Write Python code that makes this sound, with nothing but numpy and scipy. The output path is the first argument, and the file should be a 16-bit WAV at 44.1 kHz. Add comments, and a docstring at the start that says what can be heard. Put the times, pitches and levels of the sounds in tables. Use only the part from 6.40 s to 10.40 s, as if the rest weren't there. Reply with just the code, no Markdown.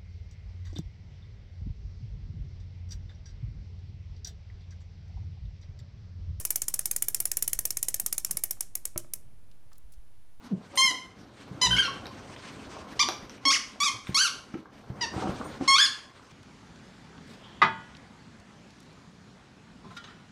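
"""A spring-driven metal fan is wound by hand on a table under a porch roof.
From the start the pawl, a small catch, snaps over the ratchet teeth above a low rumble and outdoor air.
The clicks come quickly at first, then slower as the spring tightens, and fingers touch the housing.
Around the last clicks the iron base rocks, knocks on the table and settles.
Finally the hands let go with a few faint taps."""
import sys
import numpy as np
from scipy import signal
from scipy.fft import rfft, irfft
from scipy.io import wavfile

SR = 44100
rng = np.random.default_rng(int(sys.argv[2]) if len(sys.argv) > 2 else 0)


def persist_wave(psi):
    """Save psi, clipped to +-1, as 16-bit WAV."""
    counts = np.round(np.clip(psi, -1, 1) * 32767).astype(np.int16)
    wavfile.write(sys.argv[1], SR, np.atleast_2d(counts).T)


N = 176400  # 4 seconds


def amp(db):
    """Turns decibels into a number to multiply by."""
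    return 10 ** (np.asarray(db) / 20)


def unit(x):
    """Scales a sound to a total energy of one."""
    return x / np.sqrt(np.sum(x ** 2) + 1e-20)


def read(points, hz):
    """Reads between the rows of a table, on a logarithmic pitch scale."""
    f, value = np.transpose(points)
    return np.interp(np.log(hz + 1), np.log(f + 1), value)


def add(mix, s, sound):
    """Mixes a sound in at s seconds."""
    part = mix[max(round(s * SR), 0):][:len(sound)]
    part += sound[:len(part)]


def fade(t, fade_s):
    """Dies away by 60 dB in fade_s seconds, the "fade time"."""
    return np.exp(-np.log(1000) * t / np.maximum(fade_s, 1e-4))


def colour(x, db_of_hz):
    """Turns each pitch up or down without smearing the sound back in time."""
    size = 2 * len(x)
    log_gain = np.log(amp(db_of_hz(abs(np.fft.fftfreq(size, 1 / SR)))))
    response = np.exp(np.conj(signal.hilbert(log_gain)))
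    return np.fft.ifft(np.fft.fft(x, size) * response).real[:len(x)]


def noise(tone):
    """Steady noise with the given tone and an average power of one."""
    gain = amp(read(tone, np.fft.rfftfreq(N, 1 / SR)))
    return np.sqrt(N) * unit(irfft(rfft(rng.standard_normal(N)) * gain, N))


# The pawl drops off a tooth: (time [s], level [dB], brightness [score], middle fade time [s])
CLICKS = [(-.008, -19.0, -0.5, 0.021), (0.0511, -21, -8.5, 0.02), (0.105, -19, 9.5, 0.021),
          (0.158, -19.5, 8, 0.019), (0.2185, -22, -21, 0.02), (0.282, -21, 3, 0.018),
          (0.34, -20.5, -4, 0.019), (0.3918, -21, -9.5, 0.01), (0.456, -21, -6, 0.027),
          (0.512, -20.5, -1, 0.018), (0.5625, -21, -2.5, 0.017), (0.6232, -18.5, 5.5, 0.017),
          (0.6839, -20, 20, 0.013), (0.746, -19.5, -10.5, 0.014), (0.8022, -20, 14, 0.018),
          (0.8543, -19.5, 10, 0.013), (0.916, -21.5, -11, 0.012), (0.97, -20, 10, 0.016),
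          (1.0241, -19, 0, 0.019), (1.0777, -20.5, 4, 0.013), (1.1313, -20, -0.5, 0.014),
          (1.1899, -20.5, 10, 0.016), (1.2531, -20, 4.8, 0.022), (1.3054, -23, -9, 0.018),
          (1.3703, -22.5, -10, 0.01), (1.4283, -20, -5, 0.015), (1.484, -20.5, -9, 0.023),
          (1.5425, -21, -8.5, 0.018), (1.5981, -21.5, 14, 0.02), (1.662, -20.5, -10, 0.017),
          (1.7263, -21, -12, 0.018), (1.7801, -21.5, -3, 0.013), (1.8474, -21.5, -17, 0.012),
          (1.9097, -21, 2, 0.021), (1.9706, -22, 0, 0.0086), (2.037, -19.5, 14, 0.019),
          (2.1086, -22.5, 6.5, 0.023), (2.2073, -22.5, -13, 0.013), (2.3535, -23.5, 13, 0.011),
          (2.4536, -24.5, -6, 0.016), (2.5766, -24, -10, 0.013), (2.736, -25.5, 12, 0.015)]

def ratchet(size=4096, lead_in=2205, early_s=0.0007):
    """Each tooth snaps the steel, the housing answers, and the porch returns a bright wash."""
    out = np.zeros(lead_in + N)  # room for a click just before time zero
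    t = np.arange(size) / SR
    for s, db, brightness, fade_s in CLICKS:
        snap, snap_for_echo = steel_snap(t, brightness, fade_s)
        body = housing(t) * amp(-0.37 * s)  # a little weaker as winding goes on
        echo = signal.fftconvolve(snap_for_echo + body, porch())
        start = lead_in / SR + s - early_s
        add(out, start, amp(db) * (snap + body))
        add(out, start, amp(db) * echo)
    return out[lead_in:]


# The tone of the steel pawl and wheel: (pitch [Hz], relative level [dB])
STEEL_TONE = [(500, -23.5), (2000, -22.5), (4700, -12.5), (5600, -4.5), (7200, -5), (10000, -0.5),
              (13200, -4), (15000, -6.5), (17000, -23.5), (17900, -44)]

def steel_snap(t, brightness, fade_s, level_db=22, rise_s=0.0013, hold_s=0.0023, split_hz=8800):
    """Steel chatters on steel. Gives the snap and a smoother version for the porch to echo."""
    def tone(f):
        treble = np.clip(np.log2(f / 7000 + 1e-6), 0, 1)
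        return read(STEEL_TONE, f) + 0.31 * brightness * treble

    chatter = amp(1.5 * np.interp(t, t[::16], rng.standard_normal(len(t[::16]))))
    hiss = rng.standard_normal(len(t))
    stray = rng.standard_normal((2, len(STEEL_PEAKS), 1))
    rise = np.minimum(t / rise_s, 1) ** 2
    fading_s = np.maximum(t - hold_s, 0)
    highs = irfft(rfft(hiss) * (np.fft.rfftfreq(len(t), 1 / SR) > split_hz))
    lows = hiss - highs
    # The highs ring longer than the lows.
    burst = highs * fade(fading_s, fade_s * 1.35) + lows * fade(fading_s, fade_s / 1.35)
    snap = colour(burst * chatter * rise, lambda f: tone(f) + steel_ring(f, stray))
    smooth = colour(signal.unit_impulse(len(t)), lambda f: tone(f) + 0.46 * steel_ring(f, stray))
    return amp(level_db) * unit(snap), amp(level_db) * unit(smooth)


# Where the steel rings, and the dips between: (pitch [Hz], width [Hz], boost [dB])
STEEL_PEAKS = [(3500, 1100, -3), (5620, 260, 4.8), (5920, 220, -5), (6370, 240, 4.5), (7150, 380, 8.5),
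               (7780, 240, -3.5), (8070, 150, 4), (8680, 440, 5), (9250, 220, -7), (10000, 180, 6.5),
               (10310, 120, -5), (10580, 150, 4), (11950, 240, 5), (13400, 400, 4), (13900, 160, -8),
               (15200, 300, -7)]

def steel_ring(f, stray):
    """The steel's boost in dB at pitches f; each tooth shifts the peaks a little."""
    hz, width, db = np.transpose(STEEL_PEAKS)[:, :, None]
    hz = hz * (1 + 0.004 * stray[0])
    db = db + 1.5 * stray[1]
    return (db / (1 + (2 * (f - hz) / width) ** 2)).sum(0)


# The tone of the hollow motor housing: (pitch [Hz], relative level [dB])
HOUSING_TONE = [(120, -18), (350, -1.5), (650, 0.5), (1100, -4.5), (2100, 1.5), (5000, -11)]
# The notes it rings at: (pitch [Hz], typical level [dB])
HOUSING_NOTES = [(1850, -9.5), (2220, -10.5), (2480, -14.5), (3030, -14)]

def housing(t, puff_db=2.5):
    """Each snap shakes the housing differently: a hollow puff and a few faint notes."""
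    burst = rng.standard_normal(len(t)) * fade(t, fade_s=0.044)
    puff = unit(colour(burst, lambda f: read(HOUSING_TONE, f)))
    ring = sum(amp(db) * rng.standard_normal() * unit(fade(t, 0.045) * np.sin(2 * np.pi * hz * t))
               for hz, db in HOUSING_NOTES)
    return amp(puff_db) * puff + ring


# How long sound lingers under the porch roof: (pitch [Hz], fade time [s])
PORCH_FADES = [(150, 0.46), (600, 0.23), (2000, 0.34), (6000, 0.28), (10000, 0.3), (15000, 0.16)]

def porch(size=16384, first_echo_s=0.012, last_echo_s=0.029):
    """Close echoes and a short, smooth tail, drawn afresh on each call."""
    hz, t, bands = signal.stft(rng.standard_normal(size), SR, nperseg=256)
    bands = bands * fade(t, read(PORCH_FADES, hz)[:, None])
    tail = unit(signal.istft(bands, SR, nperseg=256)[1])
    progress = np.clip((np.arange(size) / SR - first_echo_s) / (last_echo_s - first_echo_s), 0, 1)
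    swell = np.sqrt(progress * (1 - progress))
    echoes = amp(-18) * unit(rng.standard_normal(size) * swell)
    add(echoes, s=0.008, sound=amp(-18.5) * tail)
    return colour(echoes, lambda f: -2 * np.log2(np.maximum(f, 700) / 7000))  # softer toward the top


# The notes of the table and iron base: (pitch [Hz], level [dB], fade time [s])
TABLE_NOTES = [(115.3, 0, 0.15), (175, -2, 0.073), (346, 1, 0.14), (440, -11, 0.009), (614, 4.5, 0.049),
               (1120, -6.5, 0.016), (1285, -1.5, .022), (2200, -7.5, 0.03)]

def table_ring(t):
    """When jolted, the table and base ring with several short notes at once."""
    return sum(amp(db) * fade(t, fade_s) * np.sin(2 * np.pi * hz * t) for hz, db, fade_s in TABLE_NOTES)


def table_shake(size=16000, shake_db=-36.5):
    """Every click shakes the table slightly."""
    out = np.zeros(N)
    ring = table_ring(np.arange(size) / SR)
    for s, db, _, _ in CLICKS:
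        add(out, s, amp(db + shake_db) * ring)
    return out


# The tone of the outdoor background: (pitch [Hz], relative level [dB])
AIR_TONE = [(59, -2), (100, -3.5), (161, -28.5), (360, -23.5), (692, -21), (2490, -27.5), (8600, -34.5),
            (9800, -27.5), (18000, -47.5)]

def outdoor_air(level_db=-64.5):
    """A faint, steady hush from outside."""
    return amp(level_db) * noise(AIR_TONE)


# The tone of the rumble: (pitch [Hz], relative level [dB])
RUMBLE_TONE = [(10, -5.5), (28, -1.5), (50, -9.5), (80, -15), (110, -7.5), (150, -15.5), (600, -31.5),
               (8000, -75)]
# How loud it is: (time [s], level [dB])
RUMBLE_LEVEL = [(0, -55), (1, -53.5), (2, -56), (2.4, -58), (2.9, -57.5), (3.3, -60.5), (4, -65)]

def crank_rumble():
    """A low rumble while the crank turns, easing when the winding stops."""
    level_db = np.interp(np.arange(N) / SR, *np.transpose(RUMBLE_LEVEL))
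    return noise(RUMBLE_TONE) * amp(level_db)


# Bumps of the crank and hands: (time [s], level [dB], pitch [Hz], length [s])
BUMPS = [(0.229, -42, 52, 0.031), (1.102, -38.5, 28, 0.13), (1.632, -45, 199, 0.016),
         (1.885, -48.5, 176, 0.052), (1.941, -45, 170, 0.021), (3.434, -41.5, 42.6, 0.045),
         (3.558, -41, 39.6, 0.058)]

def soft_bumps():
    """Each bump is a low note that swells and sinks."""
    out = np.zeros(N)
    for s, db, hz, length in BUMPS:
        t = np.arange(0, length, 1 / SR)
        swell = np.sin(np.pi * t / length) ** 2
        add(out, s, amp(db) * swell * np.sin(2 * np.pi * (hz * t + rng.random())))
    return out


# Fingers on the housing and crank handle: (time [s], level [dB], centre pitch [Hz], fade time [s])
TAPS = [(1.893, -27.5, 740, 0.058), (1.948, -30, 520, 0.07), (2.166, -36, 915, 0.057),
        (2.758, -33, 150, 0.095), (2.858, -37, 185, 0.2), (3.112, -39, 3950, 0.038),
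        (3.315, -35, 1080, 0.054), (3.33, -34.5, 5500, 0.012), (3.353, -42, 4500, 0.035),
        (3.38, -32, 12100, 0.014), (3.52, -33, 9600, 0.071), (3.535, -38.5, 5450, 0.04)]

def finger_taps(size=6000, db_per_octave=9, rise_s=0.0031):
    """Each touch is a short burst of noise, strongest around one pitch."""
    out, t = np.zeros(N), np.arange(size) / SR
    for s, db, hz, fade_s in TAPS:
        burst = rng.standard_normal(size) * np.minimum(t / rise_s, 1) * fade(t, fade_s)
        tap = colour(burst, lambda f: -db_per_octave * abs(np.log2((f + 20) / hz)))
        add(out, s, amp(db) * unit(tap))
    return out


# The rocking base lands on the table: (time [s], level [dB])
KNOCKS = [(2.5608, -38), (2.6463, -56.5)]

def base_knocks(size=16000, thud_s=0.00049, rattle_hz=(113, 800)):
    """The iron base thuds down, sets the table ringing and rattles briefly on it."""
    out, t = np.zeros(N), np.arange(size) / SR
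    ring = table_ring(t)
    thud = amp(4) * np.exp(-t / thud_s) * t / thud_s * (2 - t / thud_s)
    band = signal.butter(2, rattle_hz, "bandpass", fs=SR, output="sos")
    for s, db in KNOCKS:
        rattle = signal.sosfilt(band, rng.standard_normal(size) * fade(t, fade_s=0.029))
        add(out, s, amp(db) * (ring + thud + amp(18) * unit(rattle)))
    return out


def scene():
    """Mixes the fan, its porch echoes and the outdoor air into one channel."""
    handling = table_shake() + base_knocks() + finger_taps()
    fan = ratchet() + handling + signal.fftconvolve(handling, porch())[:N]
    return (fan + crank_rumble() + soft_bumps() + outdoor_air())[None]


def record(dry, top_hz=18300, offset=0.01):
    """Cuts the very highest pitches and lifts the whole wave slightly off zero."""
    treble_cut = signal.firwin(255, top_hz, window=("kaiser", 9), fs=SR)
    return signal.oaconvolve(dry, treble_cut[None], "same") + offset


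dry = scene()
out = record(dry)
persist_wave(out)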